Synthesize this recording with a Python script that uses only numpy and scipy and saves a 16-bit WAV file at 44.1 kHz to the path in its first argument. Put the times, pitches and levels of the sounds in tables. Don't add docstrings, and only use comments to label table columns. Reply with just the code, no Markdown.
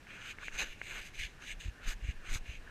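import sys
import numpy as np
from scipy import signal
from scipy.fft import rfft, irfft
from scipy.io import wavfile
from scipy.ndimage import uniform_filter1d

SR = 44100
rng = np.random.default_rng(int(sys.argv[2]) if len(sys.argv) > 2 else 0)


def to_linear_factor(level_db):
    exponent = np.asarray(level_db, float) / 20
    return 10 ** exponent


def wav_record(signal):
    frames = np.transpose(np.atleast_2d(signal))
    bounded = np.clip(frames, -1, 1)
    quanta = np.round(bounded * 32767).astype(np.int16)
    wavfile.write(sys.argv[1], SR, quanta)


N = 119070


def level(x, db):
    return x * to_linear_factor(db) / np.sqrt(np.mean(x ** 2))


def noise():
    return rng.standard_normal(N)


def band(x, low_hz, high_hz):
    return signal.sosfilt(signal.butter(2, [low_hz, high_hz], "bandpass", fs=SR, output="sos"), x)


def walk(changes_per_s):
    hold = int(SR / changes_per_s)
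    steps = np.repeat(rng.standard_normal(N // hold + 1), hold)
    smooth = uniform_filter1d(uniform_filter1d(steps, hold), hold)
    return 1.242 * smooth[:N]


def ring(push, modes, scatter_db=0.):
    out = 0
    for k, (pitch_hz, width_hz, level_db) in enumerate(modes):
        sharp = signal.iirpeak(pitch_hz, pitch_hz / width_hz, SR)
        wide = signal.iirpeak(pitch_hz, pitch_hz / width_hz / 3.176, SR)
        tone = signal.lfilter(*wide, signal.lfilter(*sharp, push))
        strength = to_linear_factor(level_db + scatter_db * walk(14.018))
        out = out + (-1) ** k * strength * tone
    return out


def slips(per_s):
    hit = rng.random(N) < per_s / SR
    extra_db = 2.6 * np.minimum(rng.exponential(size=N), 2)
    size = to_linear_factor(extra_db) * noise()
    patchy_db = 1.4 * walk(90) + .4 * walk(24.935)
    return level(hit * size, 0) * to_linear_factor(patchy_db)


def pressure(start_s, hardest_s, end_s):
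    t = np.arange(N) / SR
    up = np.clip((t - start_s) / (hardest_s - start_s), 0, 1)
    down = np.clip((t - hardest_s) / (end_s - hardest_s), 0, 1)
    swell = .12 * (up > 0) + .88 * up ** 1.3
    return swell * (1 - down ** 2.4)


def contact(rows, shares):
    rows = np.array(rows)
    power = np.array([pressure(*times) ** 2 for times in rows[:, :3]])
    pushes = []
    for share in shares:
        strength = to_linear_factor(rows[:, 3] + share * rows[:, 4])
        pushes.append(uniform_filter1d(np.sqrt(strength ** 2 @ power), size=300))
    return pushes


# pitch_hz, level_db (dB per Hz)
AIR_COLOUR = [(8.8, -32.5), (15, -9.5), (68, -5.5), (1090, -24.5), (1260, -25), (1830, -28), (2060, -29.5),
              (6360, -33.5), (15200, -48.5)]


def air():
    hz = np.maximum(np.arange(N // 2 + 1) * SR / N, 1)
    pitch_hz, level_db = np.transpose(AIR_COLOUR)
    colour_db = np.interp(np.log(hz), np.log(pitch_hz), level_db)
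    hiss = irfft(rfft(noise()) * to_linear_factor(colour_db), N)
    hiss = signal.sosfilt(signal.butter(2, 60, "highpass", fs=SR, output="sos"), hiss)
    housed = ring(noise(), BODY_MODES + EDGE_MODES + DULL_MODES, 0.96)
    rumble = band(noise(), 14, 34)
    swell_db = 2.2 * walk(6.03) + 2.2 * (np.arange(N) / SR - 1)
    return level(hiss, -59) + level(housed, -63) + level(rumble, -56) * to_linear_factor(swell_db)


# start_s, hardest_s, end_s, level_db, weight_db
FUR_DRAGS = [
    (0.054, .1, 0.406, -54.5, -6),
    (0.381, 0.437, 0.4384, -46.5, -8),
    (.5, .54, .72, -51.5, -3),
    (.575, .6, .65, -47, 5),
    (0.852, 0.959, 1.014, -50.5, 0),
    (1.33, 1.42, 1.454, -56, -3),
    (1.702, 1.762, 1.953, -59, -3),
    (1.806, 1.876, 1.95, -50, -6),
    (2.163, 2.33, 2.39, -50.5, -5),
    (2.6, 2.69, 2.79, -55, -3),
]
# pitch_hz, width_hz, level_db
DULL_MODES = [(1270, 280, -6.5), (1465, 199, -2.5), (1736, 200, -1)]
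# pitch_hz, width_hz, level_db
DEEP_MODES = [(220, 250, -13), (700, 900, -14)]


def fur():
    rasp = slips(9000)
    light, heavy = contact(FUR_DRAGS, (0, 1))
    dull = ring(rasp * light, DULL_MODES, 1.5)
    deep = ring(rasp * heavy, DEEP_MODES, 1.5)
    return (dull + deep) * to_linear_factor(18)


# start_s, hardest_s, end_s, level_db, brightness_db
TONGUE_STROKES = [(.065, .1, .3, -53.5, -3), (.2, .285, .335, -45.5, -1), (.39, .455, .505, -48.5, 0),
                  (.5, .55, .775, -48.5, 0), (.575, .592, .655, -39.5, 3), (.77, .87, 1.125, -49.5, 0),
                  (.9, .96, 1.02, -49, -1), (1.01, 1.05, 1.1, -54, 7), (1.125, 1.15, 1.33, -52.5, 1),
                  (1.17, 1.205, 1.28, -40.5, -1), (1.4, 1.47, 1.54, -45.5, -1),
                  (1.47, 1.51, 1.543, -45.5, 0), (1.59, 1.605, 1.705, -49.5, 0),
                  (1.81, 1.85, 1.92, -50.5, -3), (1.855, 1.89, 1.948, -46.5, 7.5),
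                  (2.0, 2.095, 2.128, -48, -4), (2.23, 2.29, 2.36, -47.5, -2), (2.29, 2.343, 2.388, -45, 9),
                  (2.435, 2.48, 2.595, -50, -3), (2.47, 2.496, 2.54, -51, -6)]
# pitch_hz, width_hz, level_db
BODY_MODES = [(1702.4, 230.4, -7.5), (2182, 280, -4.5), (2480.4, 271, -1.5), (2800, 180, -3),
              (2980, 150, -5.5), (3230, 250, -12)]
# pitch_hz, width_hz, level_db
EDGE_MODES = [(3550, 350, -11.5), (4050, 320, -13.5)]
# pitch_hz, width_hz, level_db
BRIGHT_MODES = [(4850, 654, -19.5), (6213.5, 330, -12), (6800, 713, -17.5), (8272, 695, -23)]
# pitch_hz, width_hz, level_db
SHEEN_MODES = [(9800, 1500, -33), (11700, 1800, -32), (14000, 2000, -37.5)]


def tongue():
    rasp = slips(10000)
    groups = (BODY_MODES, EDGE_MODES, BRIGHT_MODES, SHEEN_MODES)
    pushes = contact(TONGUE_STROKES, (0, .45, 1, 1.15))
    out = np.zeros(N)
    for push, modes in zip(pushes, groups):
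        out += ring(rasp * push, modes, 1.9)
    return out * to_linear_factor(15)


# start_s, level_db (peak), softness_ms
CLAW_TICKS = [
    (0.069, -39, 0.2),
    (0.385, -33, 0.162),
    (0.482, -25.5, 0.114),
    (0.815, -23.5, 0.185),
    (1.908, -32, 0.206),
    (2.331, -32, 0.22),
    (2.356, -30.5, 0.24),
]
# pitch_hz, width_hz, level_db
CLAW_MODES = [(450, 734, -19), (1620, 190, -4.5), (1870, 300, -11), (2181, 220, -1.5), (2817, 200, -10)]


def claw():
    push, t = np.zeros(N), np.arange(N) / SR
    for start_s, level_db, softness_ms in CLAW_TICKS:
        width_ms = max(softness_ms, .03)
        shape = np.exp(-((t - start_s) * 1000 / width_ms * 2) ** 2)
        push -= to_linear_factor(level_db) * shape / width_ms
    return to_linear_factor(0.5) * ring(push, CLAW_MODES)


# start_s, level_db, pitch_hz (rocking), swings (count), way (first direction, +/-)
PAW_BUMPS = [(.5, -39.5, 16.66, 1.58, -0.87), (.565, -41, 30, 1, 1), (.61, -38, 30, 1.52, 0.894),
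             (.66, -41, 18, 1.3, -1), (.98, -44.5, 28.8, 1.46, 0.99), (1.155, -38.5, 18.7, 1.75, 1),
             (1.192, -38, 55, 1.5, -1), (1.222, -39, 45, 2.4, -1), (1.54, -41.5, 23.99, 1.95, 1),
             (1.649, -32, 55, 1.6, 1), (1.671, -30, 50, 1.7, 0.902), (1.849, -27, 23, 1.7, 1),
             (1.92, -38, 30, 2, -1), (2.013, -32, 47, 2.99, 0.94), (2.078, -26, 56, 1.9, 0.9929),
             (2.12, -36.5, 17.22, 2.02, 0.77), (2.28, -27, 19.9, 1.8, 0.989), (2.348, -34.5, 60, 1.2, 1),
             (2.36, -38, 24, 2.2, -1.136), (2.479, -34.5, 49.8, 1.87, 0.996),
             (2.56, -42.5, 22.09, 1.305, 0.99)]


def paw():
    out, t = np.zeros(N), np.arange(N) / SR
    for start_s, level_db, pitch_hz, swings, way in PAW_BUMPS:
        progress = np.clip((t - start_s) * pitch_hz / swings, 0, 1)
        swell = np.sin(np.pi * progress) ** 1.68
        turn = 2 * np.pi * pitch_hz * (t - start_s)
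        stop = .24 * min(pitch_hz / 50, 1) ** 2
        rocking = np.sin(turn) + stop * way * np.cos(2 * turn) - stop / 3 * np.sin(3 * turn)
        out += way * to_linear_factor(level_db) * swell * rocking
    judder = band(noise(), 70, 220)
    return out * (1 + level(judder, -24))


def scene():
    return (air() + fur() + tongue() + claw() + paw())[None]


def roll_off(x):
    return signal.sosfilt(signal.butter(12, 15310, fs=SR, output="sos"), x)


def record(dry):
    mix = signal.sosfilt(signal.ellip(8, .2, 60, 15250, fs=SR, output="sos"), dry)
    return roll_off(mix)


dry = scene()
out = record(dry)
wav_record(out)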